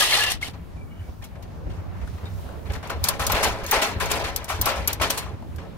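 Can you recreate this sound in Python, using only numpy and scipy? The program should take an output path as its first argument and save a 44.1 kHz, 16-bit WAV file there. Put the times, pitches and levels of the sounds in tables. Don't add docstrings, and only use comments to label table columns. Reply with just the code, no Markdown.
import sys
import numpy as np
from scipy import signal
from scipy.fft import rfft, irfft, next_fast_len
from scipy.io import wavfile
from scipy.ndimage import uniform_filter1d, map_coordinates

SR = 44100
rng = np.random.default_rng(int(sys.argv[2]) if len(sys.argv) > 2 else 0)


def materialize(psi):
    bounded = np.clip(np.atleast_2d(psi).T, -1, 1)
    quanta = np.round(bounded * 32767).astype(np.int16)
    wavfile.write(sys.argv[1], SR, quanta)


def how_loud(loudness_db):
    steps = np.asarray(loudness_db, float) / 20
    return 10 ** steps


N = 254456

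# (time [s], strength [dB])
BREEZE = [(0, -44), (.6, -41), (1.0, -39.5), (1.16, -43), (1.3, -41.5), (1.6, -34.5), (2.0, -34.5),
          (2.6, -37), (3.0, -34.5), (3.5, -34), (3.7, -42), (4.05, -34), (4.35, -38.5), (4.47, -42),
          (4.68, -34), (5.08, -39.5), (5.45, -36.5), (5.77, -39.5)]
# (time [s], peak [dB], left minus right [dB])
EDDIES = [(0.349, -31.5, 2), (0.489, -32, -2), (0.769, -32, -2), (1.033, -48, -11), (1.094, -29, -4),
          (1.458, -31, 3), (1.674, -23.5, 5), (1.791, -31.5, 17), (2.044, -21.5, 3), (2.243, -24.5, -1),
          (2.39, -30, 8), (2.466, -29.5, -6), (2.582, -33, 5), (2.706, -20, -2), (2.771, -27, 10),
          (2.977, -23, -2.5), (3.032, -24, 3), (3.214, -22, 2), (3.345, -21.5, 3), (3.48, -22, 0),
          (3.634, -28.5, -5), (3.78, -24.5, -1), (3.97, -22.5, -1), (4.362, -29.5, 3), (4.548, -23.5, 1),
          (4.6, -23, -2), (4.811, -30, 14), (5.014, -20, 3), (5.139, -32, -7), (5.343, -25, -6.5)]
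# (time [s], peak [dB], half length [s])
RUSTLES = [(1.056, -63, 0.13), (.6, -68.5, 0.17), (1.45, -69.5, 0.42), (2.197, -59.5, 0.34),
           (2.8, -63, 0.22), (2.476, -56.5, 0.23), (3.09, -50, 0.084), (3.36, -58, .07), (3.8, -60, 0.33),
           (4.2, -62, 0.18), (4.62, -66, .12), (4.898, -49, 0.049), (5.705, -65.5, 0.37)]
# (frequency [Hz], density [dB/Hz])
BUFFET_SPECTRUM = [(12, -47), (20, -2), (32, -46), (50, -1.5), (75, -1), (99, -1), (129, -15), (162, -11.5),
                   (260, -28), (340, -27), (570, -120)]
# (frequency [Hz], density [dB/Hz])
RUSH_SPECTRUM = [(88, -9.5), (150, 5), (240, 0.5), (414, -4.5), (662, -7), (1060, -12.5), (3290, -26.5),
                 (6640, -32.5), (7770, -36), (15100, -36), (16000, -37)]

# (time [s], level [dB], brightness [dB])
DRAG = [
    (0.0, -14, -6),
    (.1, -21, -12),
    (.138, -16, -9.5),
    (.292, -23.5, -15.5),
    (.32, -22.5, -3),
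    (.398, -51, -25),
    (.43, -33, -9.5),
    (.482, -33, -12),
    (.53, -63, -8),
]
# (time [s], frequency [Hz], level [dB], t60 [s])
PINGS = [(.006, 1684, -11.5, 0.1), (0.126, 1730, -17, 0.075), (.115, 4200, -13, 0.42),
         (.19, 1707, -18, 0.48), (.266, 2760, -19.5, 0.2), (.293, 1780, -24, .04),
         (0.427, 2160, -16.5, 0.068), (1.355, 1600, -46, 0.055), (.018, 1950, -19, .1),
         (.022, 1230, -17, .1), (.07, 2170, -25, .2), (.122, 2180, -13.5, .1), (.12, 2760, -16, .1),
         (.145, 2900, -18, .1), (.162, 1880, -19, .1), (.175, 840, -22, 0.073), (.225, 1740, -23, 0.4),
         (.22, 2820, -17, .2), (2.255, 3690, -40, 0.18), (2.901, 1436, -28, 0.12),
         (3.72, 1950, -12.5, 0.052), (4.13, 600, -33, 0.079)]
# (time [s], frequency [Hz], level [dB], t60 [s], glide [Hz/s])
SQUEAKS = [
    (.77, 2365, -47.5, 0.61, -700),
    (.865, 2230, -48.5, 0.62, 399),
    (0.92, 2780, -56, .8, 901),
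    (.9, 2900, -52, 0.84, 900),
    (.99, 2950, -52, 0.43, 1200),
    (.995, 2330, -51, 1.1, -700),
    (1.215, 1760, -42, .1, 3000),
    (1.232, 2150, -36, .1, 2999),
    (1.236, 3250, -37, .08, 3000),
]
# (frequency [Hz], width [Hz], level [dB])
LADDER_MODES = [(750, 43, -17.5), (1675, 37, 7), (1950, 114, 7), (2350, 15, -2.5), (2400, 32, -31),
                (2760, 85, -4), (2900, 23, -46), (3140, 27, 3), (4380, 28, -0.5), (5840, 88, -14),
                (8480, 240, -7)]
# (frequency [Hz], density [dB/Hz])
LADDER_SPECTRUM = [(170, -14), (300, -12.5), (737, -1.5), (1390, -3.5), (1660, -7), (2070, -6), (2840, 4),
                   (7440, -4.5), (11500, -4), (16000, -17.5)]

# (time [s], peak [dB], brightness [dB/octave], t60 [s])
TOUCHES = [(.415, -30, 2.5, 0.35), (.535, -38, -0.5, 0.32), (1.224, -33, 0.5, 0.14), (1.242, -45, 7.5, 0.2),
           (1.355, -36.5, -2, 0.11), (1.426, -42.5, 5, 0.16), (1.698, -41, 0.5, 1), (2.015, -32, -2, 0.12),
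           (2.075, -48, 5, 0.19), (2.181, -40, 0, 0.11), (2.256, -36.5, -1.5, 0.32), (2.492, -38, -8, 0.13),
           (2.655, -35, -2, 0.89), (2.7, -28, -2, 0.29), (2.735, -27, 2, 0.16), (2.753, -32, 2.5, 0.23),
           (2.829, -28.5, -1, 1), (2.898, -22, 0, 0.34), (3.479, -30.5, 3.5, 0.81), (3.584, -31, -1, 0.76),
           (4.365, -28, 0.5, 0.7), (4.759, -24.5, 2, 0.57), (5.299, -37.5, -8, 0.15),
           (5.584, -32, -2.5, 0.44), (5.623, -40.5, -4.5, 1)]
# (time [s], peak [dB], brightness [dB/octave], t60 [s], first knock [dB])
BANGS = [(3.036, -19.5, 2.5, 0.64, -3), (3.086, -17.5, 2, 0.28, 3), (3.197, -18, 1.5, 1, 7),
         (3.295, -17.5, 1.5, 1, 1), (3.343, -14, 0, 1, -8), (3.43, -11, 4, 0.35, 1),
         (3.635, -23.5, 0, 0.51, -1), (3.667, -25.5, 2.5, .99, -10), (3.716, -9, 1.5, 0.59, -7),
         (3.817, -12.5, 2.5, 0.51, 1), (4.002, -16, 1.5, 0.68, 1), (4.099, -13, 3, 0.51, -22),
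         (4.196, -17, 1, 0.26, -4), (4.242, -19, 1.5, 0.51, 3), (4.479, -17, 2.5, 0.57, -29),
         (4.616, -22.5, 2, 1, -3), (4.655, -9.5, 2, 0.43, -17), (4.882, -24, 2, 0.56, 11),
         (5.001, -21, -1.5, 0.25, 12), (5.015, -11, 2.5, 0.38, -3), (5.101, -21, 2.5, 0.73, 10.5),
         (5.177, -27, 5.5, 0.33, 7)]
# (frequency [Hz], level [dB], t60 [s])
DECK_MODES = [(433.5, -2.5, 0.23), (453.6, -0.5, 0.33), (548.8, -1, 0.29), (653, 4, 0.068),
              (817, -2.5, 0.15), (833, -29, 0.3), (1004, -12, 0.11), (1123, -16, 0.34), (1300, -8, 0.11),
              (1360, 0.5, 0.042), (1720, -45, .15), (2024, -4, 0.13), (2325, -3, 0.14), (3540, -24, 0.33)]
# (frequency [Hz], level [dB], t60 [s])
HANDLE_MODES = [(2400, -5.5, 0.13), (2990, -4, 0.15), (4230, 7, 0.13), (5030, 0, 0.064), (6900, 8.5, 0.085),
                (8500, -5, .08), (11300, -0.5, .1), (13300, -1, .08)]
# (frequency [Hz], density [dB/Hz])
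DECK_SPECTRUM = [(120, -44), (200, -7.5), (432, -5), (883, -4.5), (986, -0.5), (1180, -5), (2330, -7.5),
                 (8270, -19.5), (12200, -23), (16000, -28.5)]
# (time [s], peak [dB], ring [Hz], t60 [s])
KNOCKS = [(1.984, -42, 934, 0.053), (2.075, -33.5, 1480, 0.048), (2.18, -40, 1900, .05),
          (2.254, -39.5, 3580, .08), (2.49, -34, 1200, .025), (2.66, -38, 1860, .06),
          (2.752, -28.5, 1710, 0.054), (2.829, -34.5, 1080, .08), (2.901, -23, 1190, .08),
          (3.013, -36, 825, .06), (3.194, -19, 1080, .1), (3.215, -23, 990, 0.065),
          (3.299, -14.5, 1110, 0.11), (3.33, -15.5, 960, 0.14), (3.35, -21, 710, 0.083),
          (3.378, -22, 790, 0.11), (3.428, -14, 1020, 0.088), (3.452, -17.5, 780, 0.14),
          (3.474, -19, 690, 0.12), (3.721, -19, 1270, 0.064), (3.728, -13, 850, 0.12),
          (3.818, -23, 870, 0.15), (4.002, -18, 1090, 0.067), (4.008, -16, 1480, 0.066),
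          (4.03, -24.5, 800, .12), (4.108, -21, 915, 0.14), (4.165, -21.5, 555, 0.12),
          (4.24, -28, 704, 0.091), (4.099, -25.5, 2420, 0.11), (4.135, -21.5, 640, 0.17),
          (4.481, -27, 1010, 0.072), (4.499, -18.5, 1060, 0.13), (4.665, -15.5, 1045, 0.16),
          (4.69, -27, 910, 0.081), (5.012, -16, 980, 0.086), (5.035, -27, 610, 0.12),
          (5.261, -31, 1000, 0.13), (5.424, -35.5, 900, 0.049), (5.584, -36, 1500, 0.03)]

# (time [s], peak [dB], loudest ring [Hz], share of broad crack [dB])
SNAPS = [(2.72, -42, 8460, 11.5), (2.873, -38, 6120, 6), (2.901, -31, 6900, 6), (3.04, -10, 13000, 5),
         (3.0719, -25, 7060, 0), (3.0859, -6, 11700, 3.5), (3.266, -12, 6900, 5.5),
         (3.319, -10.5, 12050, 0.5), (3.641, -31, 11800, 2), (3.6634, -21, 6500, 1),
         (3.711, -3.5, 14700, -8), (4.058, -23, 6400, 3), (4.1145, -12, 7080, 2.5), (4.2415, -34, 6800, 0),
         (4.361, -16, 11740, 6.5), (4.443, -28, 8900, 7), (4.488, -34, 11800, 7), (4.613, -2, 14340, -9.5),
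         (4.6566, -13.5, 12500, 4), (4.875, -4, 11630, -5), (4.9296, -15, 12400, 3),
         (4.9364, -40, 11900, 5), (5.017, -33, 9100, -7), (5.1032, -9.5, 13300, 3), (5.181, -26, 10600, 4),
         (5.56, -41, 12100, 7.5)]
# (frequency [Hz], level [dB], t60 [s], not used: all ring 0.022 s)
PAWL_MODES = [(4320, -12, 0.29), (5920, -4, 0.064), (9040, -13, 0.052), (8400, -19, 0.76),
              (10200, -25, 0.066), (11360, -1.5, 0.019), (13700, 1, 0.18), (15550, 14, 0.063),
              (15490, -21, 0.053)]
# (frequency [Hz], density [dB/Hz])
CRACK_SPECTRUM = [(1500, -58), (3000, -4.5), (5000, -0.5), (9000, -3.5), (14000, -2.5), (17000, -14)]
# (frequency [Hz], common share [0..1])
LIKENESS = [(200, 0.98), (700, 0.82), (2000, 0.17), (6000, 0.17), (15000, 0.1)]

EDDY_HZ, EDDY_SPREAD, EDDY_S, EDDY_SKEW_TURNS = 72.2, 0.2, 0.0073, 0.044
SWAY_DB = 4
RUSH_DB, RUSH_FOLLOWS_DB_PER_DB = -47.5, 0.8
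HISS_DB = -65
PING_RISE_PER_T60, PING_CUT_S = 0.015, .12
HAND_KNOCK_DB, CONTACT_MS = 6, 3.94
KNOCK_RISE_S, KNOCK_RING_S, KNOCK_TICK_DB = 0.00036, 0.011, -8
CHATTER_S, CHATTER_GROWTH_DB_PER_DB = 0.0055, 0.2
SNAP_ECHO_T60_S = 0.058
TOP_RING_DB, TOP_RING_T60_S = 4, 0.033
MODE_MIX_DB = 1.8
RIGHT_LAG_S = 0.000093

CENTRES_HZ = 250 * 2 ** np.arange(0, 6.1, .75)
SIZE = next_fast_len(N)
HZ = np.fft.rfftfreq(SIZE, 1 / SR) + 1e-3
TIME = np.arange(N) / SR
LEFT_RIGHT = np.array([[1], [-1]])


def unit(x):
    return x / np.sqrt(np.mean(x ** 2))


def on_hz(table, hz):
    table_hz, values = np.array(table).T
    return np.interp(np.log(hz), np.log(table_hz), values)


def curves(table):
    s, *columns = np.transpose(table)
    return [np.interp(TIME, s, c) for c in columns]


def walk(rate_hz):
    k = int(SR / rate_hz)
    held = np.repeat(rng.standard_normal(N // k + 1), k)
    return 1.23 * uniform_filter1d(uniform_filter1d(held, k), k)[:N]


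def bands(spectrum, size=SIZE):
    hz = np.fft.rfftfreq(size, 1 / SR) + 1
    noise = rfft(rng.standard_normal((2, size))) * how_loud(on_hz(spectrum, hz))
    noise = noise.astype(np.complex64)
    count = len(CENTRES_HZ)
    place = np.interp(np.log(hz), np.log(CENTRES_HZ), np.arange(count))
    windows = [np.clip(1 - abs(place - k), 0, 1).astype(np.float32) for k in range(count)]
    parts = np.array([irfft(noise * window, size)[:, :N] for window in windows])
    return parts / np.std(parts.sum(axis=0))


def ring(x, modes):
    out = 0
    for k, (hz, db, t60_s) in enumerate(modes):
        r = np.exp(-np.log(1000) / (t60_s * SR))
        poles = [1, -2 * r * np.cos(2 * np.pi * hz / SR), r * r]
        out = out + (-1) ** k * how_loud(db) * signal.lfilter([1 - r, 0, r - 1], poles, x)
    return out


def ports(pair):
    a, b = rfft(pair, SIZE)
    like = np.clip(on_hz(LIKENESS, HZ), 0, 1)
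    common, apart = np.sqrt((1 + like) / 2) * a, np.sqrt((1 - like) / 2) * b
    lag = np.exp(-2j * np.pi * HZ * RIGHT_LAG_S)
    return irfft([common + apart, (common - apart) * lag], SIZE)[:, :N]


def clacks(gain, spectrum, rate_hz, cycles, spread_db, count=70):
    size, out = gain.shape[1], 0
    modes_hz = 350 * 18 ** ((np.arange(count) + rng.random(count)) / count)
    weights = how_loud(on_hz(spectrum, modes_hz)) * np.sqrt(modes_hz)
    weights = weights / np.linalg.norm(weights)
    places = np.log2(modes_hz / CENTRES_HZ[0]) / .75
    for hz, weight, place in zip(modes_hz, weights, places):
        hits = int(rate_hz / count * size / SR * min(hz / 1500, 1.2))
        when, luck, turn = rng.random((400, 3))[:hits].T
        at = (when * size).astype(int)
        r = 1000 ** (-hz ** .5 / (cycles * SR))
        blows = how_loud(-spread_db * np.log(1 - .97 * luck))
        level = weight * np.sqrt(2 * (1 - r * r) * size / np.sum(blows ** 2))
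        blows = blows * level * map_coordinates(gain, [place + 0 * at, at], order=1)
        kicks = np.full((2, size), 1e-12)
        kicks[:, at] = blows, blows * np.sign(turn - .5)
        angle = 2 * np.pi * hz / SR
        out = out + signal.lfilter([0, r * np.sin(angle)], [1, -2 * r * np.cos(angle), r * r], kicks)
    return out


def wind():
    power = how_loud(2 * curves(BREEZE)[0] + SWAY_DB * walk(4.84) * LEFT_RIGHT)
    buffet = rfft(rng.standard_normal((2, SIZE))) * how_loud(on_hz(BUFFET_SPECTRUM, HZ))
    mid, side = irfft(buffet, SIZE)[:, :N]
    eddies = unit(mid) * how_loud(4.0 * walk(22) - 1)
    eddies = eddies + .75 * unit(side) * how_loud(3.5 * walk(15) - 1) * LEFT_RIGHT
    thump, push = eddies * np.sqrt(power), power.mean(axis=0)
    for (s, db, pan_db), (pitch, skew, turn) in zip(EDDIES, rng.standard_normal((len(EDDIES), 3))):
        near = slice(int((s - .1) * SR), int((s + .1) * SR))
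        t = TIME[near] - s
        swing = how_loud(db) * np.exp(-(t / EDDY_S) ** 2 / 2)
        turns = EDDY_HZ * (1 + EDDY_SPREAD * pitch) * t + turn + EDDY_SKEW_TURNS * skew * LEFT_RIGHT / 2
        thump[:, near] += swing * np.sin(2 * np.pi * turns) * how_loud(pan_db * LEFT_RIGHT / 2)
        push[near] += swing ** 2 / 2
    rush_db = RUSH_DB + RUSH_FOLLOWS_DB_PER_DB * (10 * np.log10(push) + 37)
    follow = np.clip(1.1 - 0.16 * np.arange(len(CENTRES_HZ)), 0, 1)
    rustle = sum(how_loud(2 * db) * np.exp(-2 * ((TIME - s) / half_s) ** 2) for s, db, half_s in RUSTLES)
    hiss_db = 10 * np.log10(how_loud(2 * HISS_DB) + rustle) + 68
    swell_db = np.array([k * (rush_db + 52.5) + (1 - k) * hiss_db + 2.13 * walk(14) for k in follow])
    mid, side = np.einsum("bcn,bn->cn", bands(RUSH_SPECTRUM), how_loud(swell_db)) * how_loud(-50.5)
    return thump + mid + 0.82 * side * LEFT_RIGHT


def ladder():
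    level_db, bright_db = (c[:SR] for c in curves(DRAG))
    tilt_db = np.clip(np.log2(CENTRES_HZ / 2500), 0, 2)[:, None] / 2 * (bright_db + 7.0)
    gain = how_loud(tilt_db + level_db) * (TIME[:SR] < DRAG[-1][0]) + 1e-8
    grit = (bands(LADDER_SPECTRUM, size=SR) * gain[:, None]).sum(axis=0)
    grit = how_loud(-2.5) * grit * how_loud(2.75 * walk(220.4)[:SR])
    tubes = ring(grit, [(hz, db, 2.2 / width_hz) for hz, width_hz, db in LADDER_MODES])
    out = np.zeros((2, N))
    out[:, :SR] = grit + how_loud(4.5) * tubes + how_loud(-5.0) * clacks(gain, LADDER_SPECTRUM, 3500., 2.4, 3.4)
    t = TIME[:SR // 2]
    for s, hz, db, t60_s, glide_hz_per_s in [(*row, 0) for row in PINGS] + SQUEAKS:
        unsteady = 0.51 + uniform_filter1d(rng.standard_normal(len(t)), size=700) * 22
        tone = np.exp(2j * np.pi * (hz + glide_hz_per_s * t / 2) * t) * unsteady
        envelope = (1 - np.exp(-t / (PING_RISE_PER_T60 * t60_s))) * 1000 ** (-t / t60_s)
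        envelope = how_loud(db) * envelope * np.clip((PING_CUT_S - t) * 40, 0, 1)
        i = int(s * SR)
        out[:, i:i + len(t)] += envelope * [tone.imag, 0.037 * tone.real]
    return ports(out) * how_loud(LEFT_RIGHT - 1.5)


def deck():
    step = 16
    power = np.zeros((len(CENTRES_HZ), (N + SR) // step))
    t = np.arange(SR // 3 // step) * step / SR
    octaves = np.log2(CENTRES_HZ / 1200)[:, None]
    for s, db, bright_db, t60_s, knock_db in BANGS + [(*row, HAND_KNOCK_DB) for row in TOUCHES]:
        i = int((s - .003) * SR / step)
        fade = np.exp(-2 * np.log(1000) * t / (max(t60_s, .02) * how_loud(-1.8 * octaves)))
        blow = (1 - np.exp(-t * 1000 / CONTACT_MS)) ** 2 * how_loud(2 * knock_db * np.exp(-t / 0.0094))
        power[:, i:i + len(t)] += how_loud(db - 7.5 + bright_db * octaves) ** 2 * fade * blow
    gain = np.repeat(np.sqrt(power + 1e-16), step, axis=1)[:, :N]
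    flicker = how_loud([2.06 * walk(45) for _ in CENTRES_HZ])
    scrape = np.einsum("bcn,bn->cn", bands(DECK_SPECTRUM), gain * flicker)
    scrape = how_loud(-3.5) * scrape * how_loud(1.68 * walk(140))
    handle = ring(scrape[0], HANDLE_MODES) * np.array([[1], [.4]])
    rattle = scrape + how_loud(-4.5) * clacks(gain, DECK_SPECTRUM, 2800., 2.3, 3.1) + how_loud(2.0) * handle
    plates = ring(rattle[0], DECK_MODES) * np.array([[1], [.3]])
    return ports(rattle + how_loud(5.5) * plates) * how_loud(.8 * LEFT_RIGHT)


def knocks():
    out, t = np.zeros(N + SR), TIME[:6000]
    for (s, db, hz, t60_s), noise in zip(KNOCKS, rng.standard_normal((len(KNOCKS), len(t)))):
        shake = noise * 1000 ** (-t / max(t60_s, .01)) * (1 - np.exp(-t / KNOCK_RISE_S))
        body = ring(shake, [(hz, 0, KNOCK_RING_S), (hz * 1.35, -4, KNOCK_RING_S),
                            (hz * 0.736, -5, KNOCK_RING_S), (hz * 2.29, -13, .005)])
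        tick = signal.lfilter([.4], [1, -.6], noise * np.exp(-t / .003))
        i = int(s * SR)
        out[i:i + len(t)] += how_loud(db) * (body / abs(body).max() + how_loud(KNOCK_TICK_DB) * tick)
    return ports(out[:N] * np.array([[1], [.4]])) * how_loud(.8 * LEFT_RIGHT)


def pawl():
    out, t = np.zeros((2, N + SR)), np.arange(8192) / SR
    crack_gain = how_loud(on_hz(CRACK_SPECTRUM, np.fft.rfftfreq(len(t), 1 / SR) + 1))
    for s, db, top_hz, crack_db in SNAPS:
        chatter_s = CHATTER_S * how_loud(CHATTER_GROWTH_DB_PER_DB * (db + 11.0))
        mix, bend = rng.standard_normal((2, len(PAWL_MODES)))
        noise = rng.standard_normal((2, 2, len(t)))
        shake = noise[0] * np.exp(-(t / max(chatter_s, 5e-4)) ** 2) * (1 - np.exp(-t / 0.0001)) + 1e-9
        modes = [(hz * (1 + 0.021 * b), min(mode_db, -5) + MODE_MIX_DB * m, .022)
                 for (hz, mode_db, _), m, b in zip(PAWL_MODES, mix, bend)]
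        top = how_loud(TOP_RING_DB) * np.sin(2 * np.pi * top_hz * t)
        top = top * 1000 ** (-t / TOP_RING_T60_S) * (1 - np.exp(-t / 0.00085))
        top = top * how_loud(2.3 * uniform_filter1d(noise[0, 1], size=90) * 14.5)
        blur = how_loud(1) * noise[1] * 1000 ** (-t / SNAP_ECHO_T60_S) * (1 - np.exp(-t / 0.001))
        crack = irfft(rfft(shake + blur) * crack_gain, len(t)) * (t < .17)
        steel = (how_loud(14.5) * ring(shake[0], modes) + top) * np.array([[1], [.15]])
        i = int(s * SR)
        out[:, i:i + len(t)] += how_loud(db - 8.5) * (how_loud(crack_db) * crack + steel)
    return ports(out[:, :N]) * how_loud(1.5 * LEFT_RIGHT)


def scene():
    return wind() + ladder() + deck() + knocks() + pawl()


def band_limit(x):
    return signal.sosfilt(signal.butter(12, 16670, fs=SR, output="sos"), x)


def record(dry):
    top = how_loud(on_hz([(15750, 0), (15950, -30), (16600, -34), (16700, -80)], HZ))
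    mix = np.clip(irfft(rfft(dry, SIZE) * top, SIZE)[:, :N], -1, 1)
    return band_limit(mix)


dry = scene()
out = record(dry)
materialize(out)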